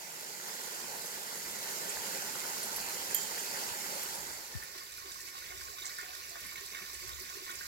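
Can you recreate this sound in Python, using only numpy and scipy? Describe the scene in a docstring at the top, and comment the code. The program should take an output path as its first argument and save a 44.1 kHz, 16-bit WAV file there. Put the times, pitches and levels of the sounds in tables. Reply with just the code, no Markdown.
"""Small forest stream

A shallow riffle rushes and spits over stones. After four seconds it fades and a nearer trickle
takes over, its bubbles gurgling in the hollows between rocks. One sharp, bright click sounds close
on the right, a breeze buffets the microphone ports, and one soft thump rocks them."""
import sys
import numpy as np
from scipy import signal
from scipy.fft import rfft, irfft, next_fast_len
from scipy.io import wavfile
from scipy.ndimage import uniform_filter1d, map_coordinates

SR = 44100
rng = np.random.default_rng(int(sys.argv[2]) if len(sys.argv) > 2 else 0)


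def store_wav(level_fs):
    """Save 16-bit WAV to argv[1]."""
    pcm = np.round(np.clip(np.atleast_2d(level_fs), -1, 1) * 32767)
    wavfile.write(sys.argv[1], SR, pcm.T.astype(np.int16))


N = 338247


def amp(db):
    """Decibels to gain."""
    return 10 ** (np.asarray(db) / 20)


def unit(x):
    """Scale to rms 1."""
    return x / np.sqrt(np.mean(x ** 2) + 1e-20)


def along(points, hz):
    """Read (f/Hz, value) breakpoints on a log frequency axis."""
    f, v = np.transpose(points)
    return np.interp(np.log(hz + 1), np.log(f + 1), v)


def band(f, hz, octaves):
    """A bell-shaped band around hz."""
    return np.exp(-.5 * (np.log2((f + 1) / hz) / octaves) ** 2)


def resonances(modes, f):
    """Causal response of (f/Hz, width/Hz, gain/dB) modes."""
    return sum(amp(db) * 1j * f * w / (c * c - f * f + 1j * f * w) for c, w, db in modes)


def filtered(x, response):
    """Filter x by a complex response of frequency."""
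    m = next_fast_len(N + SR // 2)
    return irfft(rfft(x, m) * response(np.fft.rfftfreq(m, 1 / SR)), m)[..., :N]


def eq(x, points):
    """Shape x with (f/Hz, gain/dB) breakpoints."""
    return filtered(x, lambda f: amp(along(points, f)))


def wobble(rate):
    """Smooth random modulation, rate knots a second."""
    knots = rng.standard_normal(int(N * rate / SR) + 4)
    return map_coordinates(knots, [np.arange(N) * rate / SR])


def add(track, s, sound):
    """Mix a sound into a track at time s."""
    part = track[..., max(round(s * SR), 0):][..., :sound.shape[-1]]
    part += sound[..., :part.shape[-1]]


def placed(pair, alike, side, lead):
    """Two unrelated signals become left and right: partly alike, louder and earlier at one ear."""
    turn = lambda f: np.arccos(np.clip(along(alike, f), 0, 1)) / 2
    mid, apart = filtered(pair, lambda f: np.array([np.cos(turn(f)), np.sin(turn(f))]))
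    sign = np.array([[1], [-1]])
    tilt = lambda f: np.sqrt(2 / (1 + amp(-2 * sign * along(side, f))))
    delay = lambda f: np.exp(1j * np.pi * sign * f * along(lead, f) / 1000)
    return filtered(np.array([mid + apart, mid - apart]), lambda f: tilt(f) * delay(f))


def banks(x, t60):
    """Diffuse reverb off the banks and trunks, different at each ear."""
    t = np.arange(SR // 2) / SR
    tail = rng.standard_normal((2, len(t))) * amp(-60 * t / t60)
    return signal.fftconvolve(np.atleast_2d(x), tail / np.linalg.norm(tail[0]), axes=1)[:, :N]


# rumble of the eddies: f/Hz, gain/dB
EDDY_EQ = [(15, -19), (35, -8), (52, 2), (65, 9.5), (80, -1), (110, -5), (200, -16.5), (500, -44),
           (1500, -100)]
# gusts on the ports: t/s, level/dB, half length/s, left minus right/dB
GUSTS = [(1.99, -63.5, 0.02, -12), (2.77, -68, 0.11, -6), (3.718, -66, 0.016, -16), (4.27, -61, 0.099, -5),
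         (4.632, -67, 0.02, 7), (5.1, -72, 0.14, 14), (5.581, -64, 0.09, 14), (6.463, -63, 0.032, 15),
         (6.728, -70, 0.011, 13), (7.1, -59.5, 0.08, 14), (7.642, -62, .05, 13)]


def wind(breeze_db=-81.5, rise_db_per_s=2, flutter_db=2.5, veer_s=4.2, veer_db=5, bump_s=0.021):
    """Breeze and gusts buffet each port with its own eddies; the shorter a gust, the harder it bumps."""
    t, ears = np.arange(N) / SR, np.array([[.5], [-.5]])
    lean_left_db = ears * veer_db * (t > veer_s)
    breeze = amp(breeze_db + rise_db_per_s * t + lean_left_db + flutter_db * wobble(9.5))
    gusts = [(amp(db + ears * side_db) * np.exp(-.5 * ((t - s) / length) ** 2), length)
             for s, db, length, side_db in GUSTS]
    force = np.sqrt(breeze ** 2 + sum(gust ** 2 for gust, length in gusts))
    push = sum(gust * bump_s / length for gust, length in gusts)
    eddies = unit(eq(rng.standard_normal((2, N)), EDDY_EQ))
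    bump_eq = [(20, -12), (60, -1), (150, -1.5), (260, -20), (900, -70)]
    bumps = unit(eq(rng.standard_normal((2, N)), bump_eq))
    return force * eddies + push * (bumps - bumps[::-1] / 2)


def thump(at_s=4.548, level_db=-32.5, from_hz=200, to_hz=62, sag_s=.012, length_s=.032):
    """A soft bump rocks the microphone for a few sagging cycles, pushing its ports opposite ways."""
    track, t = np.zeros((2, N)), np.arange(SR // 10) / SR
    hz = to_hz + (from_hz - to_hz) * np.exp(-t / sag_s)
    envelope = (1 - np.exp(-t / .003)) / (1 + (t / length_s) ** 8)
    rock = amp(level_db) * envelope * np.sin(2 * np.pi * np.cumsum(hz) / SR)
    add(track[0], at_s, rock)
    add(track[1], at_s + .0006, -amp(-6) * rock)
    return track


# the click's double transient: t/s, level/dB
CLICK_HITS = [(3.1454, -2), (3.1465, 6.5)]
# its ringing partials: f/Hz, level/dB, t60/s
CLICK_RING = [(3176, -41, .05), (3166, -43.5, 0.36), (3230, -43, .25), (6697, -37, .13), (7000, -35, .17),
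              (7250, -28, 0.12), (7400, -37, 0.092), (7770, -37, .18), (11820, -27, .1), (11880, -28, 0.1),
              (12590, -31.5, 0.1), (13160, -32, .11), (13922, -22, 0.065), (14650, -36, .08)]
# colour of its crack: f/Hz, gain/dB
CRACK_EQ = [(2000, -31), (5500, -15), (7400, -9), (8600, -11), (10300, -16), (11050, -1), (11650, 9.5),
            (12200, -4), (12600, 2), (13300, -2), (13920, 7), (14500, -4), (15500, -9)]
# early reflections off the trunks: delay/s, level/dB
TRUNK_ECHOES = [(.019, -18), (0.028, -21), (.068, -26), (.081, -23)]


def click(crack_db=-16, crack_t60=0.02, attack_s=0.0004, wet_db=-12):
    """Something small and hard snaps close on the right and rings; the trunks echo its lower notes."""
    ring, crack, t = np.zeros(N), np.zeros(N), np.arange(SR // 3) / SR
    for s, db in CLICK_HITS:
        add(crack, s, amp(db + crack_db - 60 * t / crack_t60) * rng.standard_normal(len(t)))
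    modes = sum(amp(db - 60 * t / t60) * np.sin(2 * np.pi * (hz * t + rng.random()))
                for hz, db, t60 in CLICK_RING)
    add(ring, CLICK_HITS[0][0], modes * (1 - np.exp(-t / attack_s)))
    snap = ring + eq(crack, CRACK_EQ)
    echo = amp(wet_db) * banks(snap, t60=0.38)
    scattered = banks(snap, t60=0.027)
    for delay, db in TRUNK_ECHOES:
        add(echo, delay, amp(db) * scattered)
    echo = eq(echo, [(3200, 9), (5500, 2), (7300, 12.5), (11500, 3), (14000, -4)])
    return snap * amp([[-19], [0]]) + echo * amp([[-10], [0]])


# how restless the rush is across the spectrum: f/Hz, depth multiplier
PATCH_DEPTH = [(2000, 1), (3300, 1.35), (5000, 1), (9000, .5)]


def rush(depth_db):
    """Two noises whose strength drifts in patches of time and frequency, least in the high treble."""
    hz, _, spectra = signal.stft(rng.standard_normal((2, N)), SR, nperseg=512)
    patches = uniform_filter1d(rng.standard_normal(spectra.shape[1:]), size=6, axis=0)
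    patches = unit(uniform_filter1d(patches, size=9, axis=1))
    gain = amp(depth_db * along(PATCH_DEPTH, hz)[:, None] * patches)
    return unit(signal.istft(spectra * gain, nperseg=512)[1][:, :N])


def bubbles(count, low_hz, high_hz, cycles, spread_db, rise):
    """Two swarms of bubbles, mostly faint: damped sines that rise in pitch as they near the surface."""
    swarms = []
    for _ in range(2):
        when, pitch, rank, life = rng.random((count, 4)).T
        hz = low_hz * (high_hz / low_hz) ** pitch
        decay_s = cycles * (.5 + life) / hz
        gain = amp(-spread_db * np.log(1 - .99 * rank)) * hz / high_hz
        lengths = (4 * decay_s * SR).astype(int)
        which = np.repeat(np.arange(count), lengths)
        k = np.arange(len(which)) - (np.cumsum(lengths) - lengths)[which]  # samples since each birth
        age = k / SR / decay_s[which]
        phase = 2 * np.pi * hz[which] * k / SR * (1 + rise * age / 2)
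        waves = gain[which] * np.exp(-age) * np.sin(phase)
        swarms.append(unit(np.bincount((when * N).astype(int)[which] + k, waves, N)[:N]))
    return np.array(swarms)


def drips(rows, t60, rise, smack, smack_t60):
    """Each row is a wet smack and a bubble that rings briefly as its pitch climbs."""
    track, t = np.zeros(N), np.arange(SR // 8) / SR
    for s, db, hz in rows:
        ring = amp(-60 * t / t60) * np.sin(2 * np.pi * hz * t * (1 + rise * t))
        burst = smack * amp(-60 * t / smack_t60) * rng.standard_normal(len(t))
        add(track, s, amp(db) * (1 - np.exp(-t / 0.0011)) * (ring + burst))
    return track


# accent drops on stone: t/s, level/dB, centre f/Hz, t60/s
SPLASHES = [(1.8926, -35, 8000, .09), (2.6304, -35, 9050, .1), (2.7605, -33, 12100, .09),
            (3.11, -33, 7400, .06), (3.389, -37, 7400, .1), (4.019, -43, 11500, .05),
            (4.03, -34.5, 12000, .055), (4.149, -40, 9500, .08), (4.634, -42, 11500, .07),
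            (4.9198, -43, 7500, .05), (5.1159, -44, 7200, .12), (5.2112, -44, 7600, .05),
            (5.853, -37, 6600, .1), (5.864, -38, 6600, 0.11), (6.4633, -42, 11000, 0.074),
            (6.9412, -38.5, 7900, 0.054), (7.2186, -42, 11600, .05), (7.5113, -40, 7440, .05),
            (7.5533, -40, 8200, .05)]


def splashes(octaves=0.3, attack_s=0.00095, spray_db=-45, spray_hz=7900):
    """Drops burst on stone into short patters of spray; ten softer ones fall at random."""
    track, t = np.zeros((2, N)), np.arange(4096) / SR
    f = np.fft.rfftfreq(len(t), 1 / SR)
    strays = [(when * N / SR, spray_db, spray_hz * 2 ** (pitch - .5), .06)
              for when, pitch in rng.random((10, 2))]
    for s, db, hz, t60 in SPLASHES + strays:
        droplets = np.repeat(rng.standard_normal(len(t)), SR // 2000)[:len(t)]  # 0.5 ms grains
        patter = rng.standard_normal((2, len(t))) * amp(2.5 * droplets)
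        patter = irfft(rfft(patter) * band(f, hz, octaves))
        add(track, s, amp(db - 60 * t / t60) * (1 - np.exp(-t / attack_s)) * unit(patter))
    return track * amp([[-2.5], [2.5]])


# wavelets hitting the stones: t/s, level/dB, f/Hz
SLAPS = [(0.844, -24, 890), (1.9698, -23.5, 900), (1.9705, -21, 1650), (1.9798, -29, 1000),
         (2.3545, -22, 1430), (2.4515, -25, 1450), (2.4535, -28, 1080), (2.5685, -21.5, 1020),
         (2.782, -19.5, 920), (6.031, -33, 1100), (6.356, -31, 1160), (6.369, -33, 1090), (6.79, -32, 1120),
         (6.807, -35, 1200)]


def slaps(wet_db=-14):
    """Wavelets fold over the stones straight ahead, each with a short dull pop."""
    pops = drips(SLAPS, t60=0.008, rise=2.5, smack=.6, smack_t60=0.012)
    pops = eq(pops, [(300, -9), (800, -2.5), (1700, -0.5), (2600, -11), (5000, -24)])
    return pops + amp(wet_db) * banks(pops, t60=0.08)


# the riffle's swell, ahead of its fade: t/s, level/dB
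RIFFLE_SWELL = [(0, -43.5), (.6, -40.5), (1.4, -40), (1.7, -37.5), (3.8, -37.5)]
# its tone colour: f/Hz, gain/dB
RIFFLE_EQ = [(30, -23), (110, -14.5), (175, -3.5), (280, -9), (400, -2), (700, -5), (950, -2), (1200, -5),
             (1500, -3), (2500, -5.5), (3600, -7), (4400, -2), (6000, -2.5), (7400, 0.2), (8700, -7),
             (12200, -4.5), (15700, -9)]
# ringing pockets between its stones: f/Hz, width/Hz, gain/dB
POCKET_MODES = [(212, 8, -3), (377, 22, -8.5), (492, 40, -15.5), (555, 27, -6.5), (857, 66, -4.5),
                (1458, 64, -4), (1805, 37, -10), (2026, 170, -5), (4640, 110, -20)]
# stereo focus: f/Hz, left-right likeness (1 is mono)
RIFFLE_FOCUS = [(60, 1), (200, 0.85), (650, 0.8), (1100, 0.5), (2200, 0.37), (4500, 0.27), (14000, 0.03)]
# pan: f/Hz, left minus right/dB
RIFFLE_PAN = [(200, -3), (550, 0), (950, -4.5), (1500, -1.5), (4300, -1), (7300, -11), (9500, -2.5),
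              (15000, -2.5)]
# arrival at the ears: f/Hz, left lead/ms
RIFFLE_LEAD = [(500, 0.34), (900, 0.15), (1100, 0.426)]


def riffle(fade_s=3.89, first_10db_s=0.64, fade_bend=1.9):
    """Far bubbles merge into a rush that rings pockets between stones; nearer ones babble and fizz."""
    babble = bubbles(count=2400, low_hz=250.4, high_hz=1977, cycles=3.6, spread_db=2.5, rise=0.063)
    fizz = bubbles(count=6000, low_hz=2590, high_hz=14950, cycles=4.3, spread_db=3, rise=0.03)
    water = rush(depth_db=1.68) + amp(-15) * babble + amp(-8.5) * unit(fizz * amp(1.8 * wobble(40)))
    water = filtered(water, lambda f: amp(along(RIFFLE_EQ, f)) * (1 + resonances(POCKET_MODES, f)))
    t = np.arange(N) / SR
    fade_db = 10 * (np.maximum(t - fade_s, 0) / first_10db_s) ** fade_bend
    level_db = np.interp(t, *np.transpose(RIFFLE_SWELL)) - fade_db + 0.36 * wobble(12)
    return amp(level_db) * unit(placed(water, RIFFLE_FOCUS, RIFFLE_PAN, RIFFLE_LEAD))


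# the trickle's stereo focus: f/Hz, left-right likeness (1 is mono)
TRICKLE_FOCUS = [(100, 1), (400, 0.95), (650, 0.4), (1200, 0.8), (3500, 0.53), (5000, 0.12), (7800, 0.62),
                 (9300, 0.23), (12000, 0.61), (15000, 0.29)]
# pan: f/Hz, left minus right/dB
TRICKLE_PAN = [(200, -1.5), (1050, -5.5), (1500, 0), (2500, -5.5), (4700, -1), (7300, -10), (10000, -6),
               (15000, -4.5)]
# arrival at the ears: f/Hz, left lead/ms
TRICKLE_LEAD = [(1000, -0.497)]


def at_trickle(x):
    """Place one signal or a pair where the trickle falls, nearer the right ear."""
    pair = x if x.ndim == 2 else np.array([x, np.zeros(N)])
    return placed(pair, TRICKLE_FOCUS, TRICKLE_PAN, TRICKLE_LEAD)


def trickle_gain(start_s=4.28, attack_s=0.13, final_db=-45, creep_db=5.5, settle_s=0.55):
    """The trickle comes in quickly, then creeps up to a steady level."""
    age = np.maximum(np.arange(N) / SR - start_s, 0)
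    return np.minimum(age / attack_s, 1) * amp(final_db - creep_db * np.exp(-age / settle_s))


# air resonances of the hollow: f/Hz, width/Hz, gain/dB
HOLLOW_MODES = [(374.5, 43, -4), (508, 140, -12), (763, 12, -6.5), (1096, 27, 6), (1170, 58, 1.5),
                (1320, 40, -13), (1433, 21, 1.5), (1482, 37, 1), (1598, 61, -4.5), (1777, 19, 4),
                (1850, 16, 6), (1918, 36, -1.5), (2134, 16, 4), (2225, 17, 5.5), (2590, 35, 1.5),
                (2980, 25, 3), (3360, 80, -1), (3710, 74, 3)]


def hollow(x):
    """The air between the rocks rings with what falls into it."""
    return at_trickle(filtered(x, lambda f: resonances(HOLLOW_MODES, f)))


# gulps of air under the fall: t/s, level/dB, f/Hz
GLUGS = [(4.76, -59, 395), (4.849, -60, 390), (5.06, -50.5, 387), (5.229, -56, 374), (5.52, -51, 723),
         (5.545, -53, 385), (5.595, -58, 375), (5.70, -55, 410), (5.742, -56, 393), (5.742, -54, 710),
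         (5.87, -55, 740), (6.035, -55, 390), (6.047, -48, 740), (6.105, -49, 740), (6.315, -57, 381),
         (6.322, -51, 683), (6.364, -48, 690), (6.46, -60, 270), (6.628, -53, 400), (6.725, -53, 415),
         (6.727, -66, 200), (6.824, -57, 376), (6.834, -57, 190), (6.945, -59, 385), (7.05, -52.5, 368),
         (7.219, -52, 375), (7.235, -61, 230), (7.372, -47.5, 393), (7.425, -50.5, 372), (7.539, -56, 380)]


def glugs(swell_s=0.012, rise=0.41, slosh_db=-8, slosh_octaves=0.27, tone_db=-2):
    """Big pockets of air swell and sink on low notes, each in a dull slosh of water."""
    track, t = np.zeros(N), np.arange(-SR // 10, SR // 10) / SR
    f = np.fft.rfftfreq(len(t), 1 / SR)
    for s, db, hz in GLUGS:
        slosh = unit(irfft(rfft(rng.standard_normal(len(t))) * band(f, hz, slosh_octaves), len(t)))
        tone = np.sin(2 * np.pi * hz * t * (1 + rise * t))
        envelope = amp(db) / np.cosh(t / swell_s)
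        add(track, s + t[0], envelope * (amp(tone_db) * tone + amp(slosh_db) * slosh))
    return at_trickle(track)


# surges of bubbles in the hollow: t/s, level/dB, centre f/Hz
SURGES = [(4.63, -53, 1800), (5.987, -44, 1680), (6.357, -48.5, 1450), (6.44, -57, 1700),
          (6.565, -56, 2200), (6.752, -44.5, 2050), (7.483, -47, 1800), (7.61, -47, 1700)]


def gurgle(churn_db=-7, attack_s=0.005, release_s=0.049, octaves=.4):
    """The fall churns the hollow; now and then a surge of like-sized bubbles rings it harder."""
    churn = bubbles(count=4000, low_hz=327, high_hz=3610, cycles=1.83, spread_db=2.5, rise=0.078)
    track = trickle_gain() * amp(churn_db) * unit(hollow(churn * amp(1.95 * wobble(16))))
    swarm = hollow(bubbles(count=7000, low_hz=980, high_hz=2700, cycles=0.65, spread_db=1.3, rise=0.066))
    t = np.arange(N) / SR
    for s, db, hz in SURGES:
        swell = np.exp(-np.maximum((s - t) / attack_s, (t - s) / release_s))
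        track += amp(db) * swell * unit(filtered(swarm, lambda f: band(f, hz, octaves)))
    return track


# large bubbles in the hollow: t/s, level/dB, f/Hz
PLOPS = [(4.5401, -32, 1790), (4.6245, -31.5, 1830), (4.6344, -36, 1790), (4.9741, -31, 4130),
         (4.98, -35, 1450), (5.021, -36, 1930), (5.112, -36, 1630), (5.277, -33, 2210), (5.352, -33, 1100),
         (5.421, -34, 1470), (5.479, -35, 2130), (5.505, -30, 2150), (5.6113, -32, 1560),
         (5.6821, -34, 1520), (5.7838, -31.5, 3800), (5.8222, -31, 3720), (5.8473, -32, 2120),
         (5.9066, -36, 1910), (5.9326, -35, 1780), (5.9843, -30, 1760), (5.986, -30, 1450),
         (5.9944, -35, 1770), (6.0324, -39, 1900), (6.3565, -29, 1520), (6.358, -36, 2250),
         (6.423, -40, 2230), (6.4928, -31, 2250), (6.557, -27, 2250), (6.5804, -40, 1860),
         (6.5814, -27, 4270), (6.7223, -35, 2160), (6.7471, -27, 2300), (6.7495, -30.5, 1600),
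         (6.7714, -32, 1790), (6.7894, -32, 2230), (6.8211, -29, 2280), (7.0221, -37, 2250),
         (7.3538, -34, 1780), (7.4794, -31.5, 1950), (7.4934, -29, 1470), (7.6101, -28, 1620),
         (7.622, -40, 1790)]


def plops(direct_db=-2.0, hollow_db=-2.0):
    """Single large bubbles are heard directly; water falling in behind them leaves the hollow ringing."""
    bubble = drips(PLOPS, t60=0.01, rise=.5, smack=0.33, smack_t60=0.032)
    collapse = drips(PLOPS, t60=0.023, rise=0.46, smack=0.36, smack_t60=0.13)
    return amp(direct_db) * at_trickle(bubble) + amp(hollow_db) * hollow(collapse)


# the trickle's tone colour: f/Hz, gain/dB
TRICKLE_EQ = [(60, -11), (150, -10.5), (260, -16.5), (390, -7), (640, -7), (880, -12), (1200, -6.5),
              (2300, 0.5), (3200, -6.5), (4600, 3), (6500, -0.5), (7700, -.5), (8500, -7.5), (10500, -5.5),
              (12100, -2), (15700, -7.5)]


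def trickle(clump_db=3.0):
    """A thin fall of water: restless hiss, small tinkling bubbles and fine spatter in quick clumps."""
    tinkle = bubbles(count=1400, low_hz=2260, high_hz=7940, cycles=18.0, spread_db=2.2, rise=0.026)
    crackle = bubbles(count=5000, low_hz=5300, high_hz=15900, cycles=1.7, spread_db=3.5, rise=0.027)
    hiss = rush(depth_db=2.0)
    spatter = unit(crackle * amp(clump_db * wobble(40)))
    water = eq(hiss + amp(-12.5) * tinkle + amp(-7.0) * spatter, TRICKLE_EQ)
    return trickle_gain() * amp(0.43 * wobble(22)) * unit(at_trickle(water))


def scene():
    """The stream, mixed with the click, the breeze and the thump."""
    stream = riffle() + slaps() + trickle() + gurgle() + plops() + glugs() + splashes()
    return stream + click() + wind() + thump()


def record(dry):
    """A brick-wall low-pass trims the very top."""
    return filtered(dry, lambda hz: hz < 15900)


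dry = scene()
out = record(dry)
store_wav(out)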